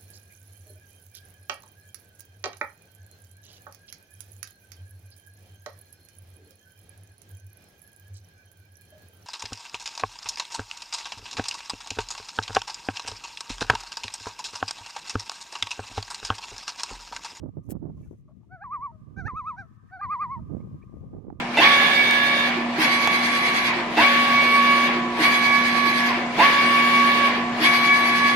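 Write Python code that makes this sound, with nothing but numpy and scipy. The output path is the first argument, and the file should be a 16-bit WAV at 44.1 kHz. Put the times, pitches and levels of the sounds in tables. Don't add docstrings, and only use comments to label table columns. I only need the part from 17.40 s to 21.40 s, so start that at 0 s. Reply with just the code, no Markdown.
import sys
import numpy as np
from scipy import signal
from scipy.fft import rfft, irfft
from scipy.io import wavfile

SR = 44100
rng = np.random.default_rng(int(sys.argv[2]) if len(sys.argv) > 2 else 0)


def attenuation_scalar(level_db):
    decades = np.asarray(level_db, float) / 20
    return 10 ** decades


def transcribe(u):
    v = np.clip(np.atleast_2d(u).T, -1, 1)
    q = np.round(v * 32767).astype(np.int16)
    wavfile.write(sys.argv[1], SR, q)


N = 176400

# t/s, left level/dB, right level/dB
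BREEZE = [(0, -46, -33.5), (.7, -45, -49), (1.2, -50.5, -59.5), (1.5, -50.5, -57), (1.85, -55, -37),
          (2.15, -44, -50), (2.6, -51.5, -56), (3.1, -45, -33.5), (3.5, -44, -51), (4, -48, -39)]
# f/Hz, density/dB per Hz
BREEZE_SPECTRUM = [(22, -31.5), (55, -5.5), (110, -1), (200, -7), (350, -22), (700, -41.5), (2500, -75.5)]
# start t/s, end t/s, level/dB
LEFT_GUSTS = [(.165, .2, -36), (.705, .76, -37.5), (1.0, 1.15, -45), (1.33, 1.4, -51.5), (1.5, 1.62, -48.5),
              (2.1, 2.3, -66), (2.6, 2.7, -45.5), (3.105, 3.14, -40), (3.24, 3.35, -41.5),
              (3.52, 3.8, -37.5), (3.86, 3.92, -39.5)]
RIGHT_GUSTS = [(0.015, 0.1, -32), (0.126, 0.192, -40.5), (0.285, 0.378, -30.5), (0.413, 0.514, -31.5),
               (0.512, 0.674, -44), (1.661, 1.778, -40), (1.771, 1.945, -37.5), (1.939, 1.994, -45),
               (2.928, 3.063, -44.5), (3.092, 3.196, -33.5), (3.19, 3.276, -38.5), (3.317, 3.385, -43.5),
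               (3.582, 3.768, -43), (3.728, 3.941, -34.5), (3.943, 4.01, -36)]
# f/Hz, density/dB per Hz
GUST_SPECTRUM = [(15, -30), (25, -4.5), (86, 1), (337, -4), (687, -20.5), (1180, -34.5), (2500, -65.5),
                 (3250, -84), (5500, -120)]
# t/s, peak level/dB
LEFT_SLAPS = [(0.178, -41), (0.192, -39), (0.491, -38.5), (0.611, -41.5), (0.712, -33.5), (0.73, -38),
              (3.123, -42.5), (3.25, -39.5), (3.273, -37.5), (3.315, -40.5), (3.345, -37), (3.438, -41.5),
              (3.496, -43.5), (3.541, -34), (3.57, -35.5), (3.627, -41.5), (3.641, -34.5), (3.746, -37),
              (3.763, -40), (3.78, -40.5), (3.882, -33.5), (3.905, -38)]
RIGHT_SLAPS = [(0.036, -24), (0.06, -27), (0.091, -34.5), (0.171, -25), (0.185, -34.5), (0.3, -33),
               (0.322, -24), (0.353, -26.5), (0.427, -29.5), (0.442, -30.5), (0.455, -26), (0.468, -33),
               (0.477, -34), (0.498, -31), (1.869, -34), (1.881, -35.5), (1.937, -34.5), (3.097, -36),
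               (3.108, -35.5), (3.118, -38), (3.128, -30.5), (3.137, -30.5), (3.149, -24), (3.169, -25),
               (3.181, -34.5), (3.204, -32), (3.733, -34), (3.75, -31.5), (3.767, -33), (3.785, -34),
               (3.849, -32.5), (3.869, -32.5), (3.884, -31.5), (3.927, -30)]
# f/Hz, density/dB per Hz
SLAP_SPECTRUM = [(40, -20.5), (120, -4), (300, 0), (600, -14), (1200, -36), (2500, -62.5), (5000, -100)]
# t/s, level/dB
WASH_LEVEL = [(0, -88), (.5, -84), (.6, -78), (.75, -81.5), (.85, -86), (1.7, -82.5), (2.6, -80.5),
              (3.4, -78.5), (4, -86)]
# f/Hz, density/dB per Hz
WASH_SPECTRUM = [(500, -11.5), (1200, -20), (2000, -10.5), (4500, -19.5), (6200, -19), (7500, -22.5),
                 (12000, -27), (15700, -31)]
# t/s, f/Hz, level/dB, relative pitch rise/(1/s)
PLOPS = [(.565, 1086, -69.5, -1.5), (.625, 2260, -74.5, 1.3), (0.627, 1710, -78, .5), (.645, 822, -76, .5),
         (.72, 1423, -81, 0), (.6, 1067, -79, 0.5), (.628, 2650, -79, 0), (.655, 1440, -82, 0.5),
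         (.9, 1143, -76.5, -0.5), (.9, 640, -68, 1.5), (1.175, 1770, -68, -3.5), (.876, 1166, -68, -1.5),
         (.878, 593, -63, 2.5), (1.008, 1060, -76, 8.5), (1.025, 800, -73, 7), (1.085, 1160, -84, 10.5),
         (2.488, 1810, -64, 0), (3.189, 1995, -72, 5), (3.415, 2210, -68.5, 5), (3.416, 1720, -74.5, 3.5)]
# start t/s, end t/s, level/dB
FIZZES = [
    (0.227, .29, -81),
    (0.562, 0.673, -80),
    (0.661, .74, -80.5),
    (.74, .82, -86.5),
    (3.34, 3.36, -89),
    (3.433, 3.46, -87),
    (3.536, 3.62, -88.5),
]
# f/Hz, density/dB per Hz
FIZZ_SPECTRUM = [(3000, -16), (4800, -15), (6200, 3), (7200, -5), (10000, -7), (11500, -2), (12500, -9),
                 (15700, -15)]
# f/Hz, density/dB per Hz
SCRATCH_SPECTRUM = [(880, -40), (1500, -13), (1810, -9), (2230, -13), (2800, -14.5), (4590, -17),
                    (6630, -11), (11300, -5.5), (14000, -2.5), (16000, -7.5)]
# crest t/s, top f/Hz, level/dB, split lines level/dB
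THROBS = [(1.137, 756, -50, -59.5), (1.243, 856, -39, -60.5), (1.239, 1190, -39.5, -27.5),
          (1.34, 1230, -31.5, -29.5), (1.444, 1170, -34, -58.5), (1.538, 632, -61.5, -72),
          (1.788, 787.5, -50, -57.5), (1.886, 924, -37, -64), (1.878, 1290, -34, -20),
          (1.982, 1290, -33, -65.5), (2.086, 1288, -32.5, -64.5), (2.196, 792.5, -47.5, -62),
          (2.544, 767.4, -45, -57), (2.626, 880, -33.5, -72), (2.633, 1220, -32.5, -18.5),
          (2.726, 1253, -27.5, -24), (2.825, 1223, -27.5, -23), (2.93, 1118, -34.5, -56),
          (2.999, 648, -57.5, -52)]
# start t/s, end t/s, f between throbs/Hz, overtones level/dB, throat peak f/Hz
PHRASES = [
    (1.094, 1.24, 661.5, -3, 4270),
    (1.239, 1.517, 943, -1.1, 4170),
    (1.506, 1.628, 624, -8, 4600),
    (1.763, 1.882, 675, 7, 5920),
    (1.879, 2.164, 978, 4.5, 6220),
    (2.162, 2.265, 654, 4, 5700),
    (2.507, 2.614, 675, -2, 4300),
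    (2.612, 2.999, 952.5, 5.5, 4440),
    (2.981, 3.016, 621, -11.5, 4600),
]
HEAD_PARTIALS_DB = [1.5, -26.5]
CHEST_PARTIALS_DB = [0, 4, -17.5]
# thirds of the pitch, level/dB
SPLIT_LINES = [(2, -0.5), (4, 0.5), (5, 2), (11, -18)]
# f/Hz, level/dB
AIR_SPECTRUM = [(1500, 4.5), (3000, 2), (5000, -5.5), (7500, -12.5), (14000, -15.5), (15700, -18.5),
                (15900, -61.5)]
# f/Hz, width/Hz, depth/dB
THROAT_DIPS = [(1900, 61, 2), (3100, 390, 11.5)]

TIME_S = np.arange(N) / SR
BINS_HZ = np.arange(N // 2 + 1) * SR / N
SIDES = np.array([[.5], [-.5]])


def rms_one(x):
    return x / np.sqrt(np.mean(x ** 2) + 1e-20)


def in_time(rows):
    s, *columns = np.transpose(rows)
    return [np.interp(TIME_S, s, c) for c in columns]


def colour(x, points):
    hz, db = np.transpose(points)
    gain_db = np.interp(np.log(BINS_HZ + 1), np.log(hz), db)
    return rms_one(irfft(rfft(x) * attenuation_scalar(gain_db), N))


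def drift(rate_hz, channels=1):
    r = np.exp(-2 * np.pi * rate_hz / SR)
    noise = rng.standard_normal((channels, N + SR))
    return rms_one(signal.lfilter([1], [1, -2 * r, r * r], noise)[:, SR:])


def grains(per_s, spread_db, channels=1):
    shape = (channels, N)
    hit = rng.random(shape) < per_s / SR
    size = attenuation_scalar(spread_db * np.minimum(rng.exponential(1, shape), 4))
    return hit * size * rng.choice([-1, 1], shape)


def bump(t, width_s):
    return .5 + .5 * np.cos(2 * np.pi * np.clip(t / width_s, -.5, .5))


def gate(t, start, end, edge_s):
    return np.clip(np.minimum(t - start, end - t) / edge_s + .5, 0, 1) ** 2


def wind():
    edge_s, full_db, lump_share = 0.014, -29, 0.69
    gust = np.array([sum(attenuation_scalar(db) * gate(TIME_S, s, end, edge_s) for s, end, db in side)
                     for side in (LEFT_GUSTS, RIGHT_GUSTS)])
    full = np.clip(gust / attenuation_scalar(full_db), 0, 1) ** 0.45
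    dull = colour(rng.standard_normal((2, N)), BREEZE_SPECTRUM)
    lumps = rms_one(grains(220, 4.0, channels=2))
    rough = lump_share * lumps + np.sqrt(1 - lump_share ** 2) * rng.standard_normal((2, N))
    bright = colour(rough, GUST_SPECTRUM + [(6000, -150)])
    flicker = attenuation_scalar(4 * drift(14.1, channels=2) - 2.0)
    weak = flicker * (attenuation_scalar(in_time(BREEZE)) + gust * (1 - full)) * dull
    strong = np.sqrt(flicker) * attenuation_scalar(-3.5) * gust * full * bright
    return weak + strong


def slaps():
    level_db, rebound = 4.5, 0.56
    sharp_s, sharp_db, sharp_hz, sharp_t60_s = 3.902, -28, 800, 0.023
    out = np.zeros((2, N))
    for port, rows in enumerate((LEFT_SLAPS, RIGHT_SLAPS)):
        for (s, db), (chance, late) in zip(rows, rng.random((len(rows), 2))):
            peak = attenuation_scalar(db) * np.sign(chance - .5)
            out[port, int(s * SR)] += peak
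            out[port, int((s + .0015 + .003 * late) * SR)] -= rebound * peak
    pulse = colour(np.arange(N) == 0, SLAP_SPECTRUM)
    out = attenuation_scalar(level_db) * irfft(rfft(out) * rfft(pulse / pulse[0]), N)
    t = np.maximum(TIME_S - sharp_s, 0)
    ring = attenuation_scalar(sharp_db - 60 * t / sharp_t60_s) * np.sin(2 * np.pi * sharp_hz * t)
    out[1] += ring * np.clip(t / 0.00045, 0, 1)
    return out


def water():
    plop_s, rough_db = 0.031, 5
    db, = in_time(WASH_LEVEL)
    wash = colour(rng.standard_normal((2, N)), [(200, -30)] + WASH_SPECTRUM + [(15900, -70)])
    out = attenuation_scalar(db + 1.5 * drift(8, channels=2)) * wash
    rough = attenuation_scalar(rough_db * drift(180)[0])
    t = np.arange(int(plop_s * SR)) / SR
    shape = bump(t - plop_s / 2, plop_s) ** 0.31
    for s, hz, level_db, rise_per_s in PLOPS:
        i = int(s * SR) + np.arange(len(t))
        phase = 2 * np.pi * np.cumsum(hz * (1 + rise_per_s * t)) / SR
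        out[:, i] += attenuation_scalar(level_db) * shape * rough[i - int(hz)] * np.sin(phase)
    return out


def fizz():
    clumped = grains(3000, 4.0, channels=2) * attenuation_scalar(2.1 * drift(61))
    spray = colour(clumped, [(1500, -37)] + FIZZ_SPECTRUM + [(15900, -47)])
    return sum(attenuation_scalar(db) * gate(TIME_S, s, end, .02) for s, end, db in FIZZES) * spray


def scratch():
    start_s, end_s, edge_s, level_db = 0.292, .33, 0.014, -49
    tick_s, tick_db = .307, 28.5
    pan_db, pan_peak_hz, pan_width, turn_rad = 8, 8460, .6, 1.4
    rub = rms_one(grains(6200, 4.2)[0] * attenuation_scalar(2.0 * drift(150)[0]))
    rub[int(tick_s * SR)] += attenuation_scalar(tick_db)
    rub = colour(rub, [(500, -40)] + SCRATCH_SPECTRUM)
    rub = attenuation_scalar(level_db) * gate(TIME_S, start_s, end_s, edge_s) * rub
    bin_pan_db = pan_db * np.exp(-(np.log((BINS_HZ + 1) / pan_peak_hz) / pan_width) ** 2)
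    return irfft(rfft(rub) * attenuation_scalar(SIDES * bin_pan_db) * np.exp(1j * SIDES * turn_rad), N)


def tree_line(voice):
    level_db, t60_s, wait_s, rise_s, cut_hz = -31, 4.37, .05, 0.19, 11000
    past = np.concatenate([voice[int(2.4 * SR):], voice])
    t = np.maximum(TIME_S - wait_s, 0)
    shape = (1 - np.exp(-t / rise_s)) * attenuation_scalar(-60 * t / t60_s)
    trunks = signal.lfilter(*signal.butter(1, cut_hz, fs=SR), rng.standard_normal((2, N))) * shape
    trunks /= np.sqrt(np.sum(trunks ** 2) / 2 * SR / (np.pi * cut_hz))
    return attenuation_scalar(level_db) * signal.fftconvolve(past[None], trunks)[:, len(past) - N:len(past)]


def ripples(voice):
    level_db, t60_s = -28, 0.27
    t = np.arange(SR // 2) / SR
    smear = rng.standard_normal((2, len(t))) * attenuation_scalar(-60 * t / t60_s) * np.clip(t / .01, 0, 1)
    smear /= np.sqrt(np.sum(smear ** 2) / 2)
    return attenuation_scalar(level_db) * signal.fftconvolve(voice[None], smear)[:, :N]


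def swallowed(hz):
    return attenuation_scalar(-sum(db / (1 + ((hz - dip_hz) / width_hz) ** 4) for dip_hz, width_hz, db in THROAT_DIPS))


def throat(hz, peak_hz, head):
    peak = 1 / (1 + ((hz - peak_hz) / 330) ** 2)
    if peak_hz > 5200:
        second = attenuation_scalar(-6.5 + 11.5 * head) / (1 + ((hz - 4020) / 550) ** 4)
        peak = peak + second + attenuation_scalar(-18.5) / (1 + (hz / 8000) ** 6)
    return peak * swallowed(hz)


def loon():
    break_hz = 1000
    throb_s, level_lag_s, split_lag_s, split_s = .102, 0.0014, 0.0084, 0.066
    edge_s, onset_s, release_s = 0.0035, 0.027, 0.025
    sag_hz_per_s, fade_db_per_s, wobble_db, wobble_hz = 130, 40, 1, 7.4
    head_dip_db, chest_dip_db, overtone_dip_db, top_dip_db = 11, 15, 5, 1.5
    head_top_db, chest_top_db, patchy_db = -56, -34.5, 2.5
    first_head_db, later_db = -9.5, 7.5
    air_db = -52
    out, rows = np.zeros(N), np.array(THROBS)
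    air = colour(rng.standard_normal(N), [(500, -36.5)] + AIR_SPECTRUM)
    wobble = drift(60, channels=2)
    for start, end, low_hz, over_db, throat_hz in PHRASES:
        head = low_hz > .82 * break_hz
        near = (rows[:, 0] > start - .03) & (rows[:, 0] < end + .03)
        mine = rows[near & ((rows[:, 1] > break_hz) == head)]
        crest, top_hz, db, split_db = mine.T[:, :, None]
        i = np.arange(int((start - .02) * SR), int((end + .02) * SR))
        t = i / SR

        rest_hz = low_hz - sag_hz_per_s * (t - (start + end) / 2)
        lift_hz = ((top_hz - rest_hz) * bump(t - crest, throb_s)).max(axis=0)
        hz = rest_hz + lift_hz + wobble_hz * wobble[0, i]
        phase = 2 * np.pi * np.cumsum(hz) / SR

        slack = 1 - bump(t - crest - level_lag_s, throb_s).max(axis=0)
        level = np.interp(t, crest[:, 0], db[:, 0]) + wobble_db * wobble[1, i]
        level = level - (head_dip_db if head else chest_dip_db) * slack ** 1.51
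        level = level - fade_db_per_s * np.maximum(t - crest.max() - throb_s / 2, 0)

        over = attenuation_scalar(over_db - overtone_dip_db * slack)
        tone = np.zeros(len(t))
        for k, partial_db in enumerate(HEAD_PARTIALS_DB if head else CHEST_PARTIALS_DB, 1):
            gain = over * swallowed(k * hz) if k > 1 else 1
            tone += attenuation_scalar(partial_db) * gain * np.sin(k * phase)

        top_db = (head_top_db if head else chest_top_db) - top_dip_db * slack
        top_db = top_db + (later_db if start > 1.7 else first_head_db * head)
        for k in range(3 if head else 4, 12 if head else 17):
            patchy = attenuation_scalar(patchy_db * np.roll(wobble[0], 3000 * k)[i])
            tone += over * attenuation_scalar(top_db) * throat(k * hz, throat_hz, head) * patchy * np.sin(k * phase)

        split = (attenuation_scalar(split_db) * bump(t - crest - split_lag_s, split_s)).max(axis=0)
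        for k, line_db in SPLIT_LINES:
            if k < 6 or start > 2.5:
                tone += split * attenuation_scalar(line_db) * np.sin(k * phase / 3)

        tone += attenuation_scalar(air_db + head_dip_db * slack) * over * air[i]
        attack = np.clip((t - start) / (edge_s if head else onset_s) + 0.2, 0, 1)
        release = np.clip((end - t) / release_s + 0.26, 0, 1)
        out[i] += np.sqrt(2) * attenuation_scalar(level) * gate(t, start, end, edge_s) * release * attack * tone
    return out


def ports(x, pan_db, lag_samples):
    lag_ends_hz = 2470
    lag_s = lag_samples / SR / (1 + (BINS_HZ / lag_ends_hz) ** 4)
    late = irfft(rfft(x) * np.exp(-2j * np.pi * BINS_HZ * lag_s), N)
    return np.array([x, late]) * attenuation_scalar(SIDES * pan_db)


def scene():
    voice = loon()
    background = wind() + slaps() + water() + fizz() + scratch()
    return background + tree_line(voice) + ripples(voice) + ports(voice, -0.3, 4)


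def low_pass(x):
    return signal.sosfilt(signal.butter(12, 16460, fs=SR, output="sos"), x)


def record(dry):
    bass_cut_hz = 41
    high_pass = signal.butter(2, bass_cut_hz, "high", fs=SR, output="sos")
    mix = signal.sosfilt(high_pass, dry)
    return low_pass(mix)


dry = scene()
out = record(dry)
transcribe(out)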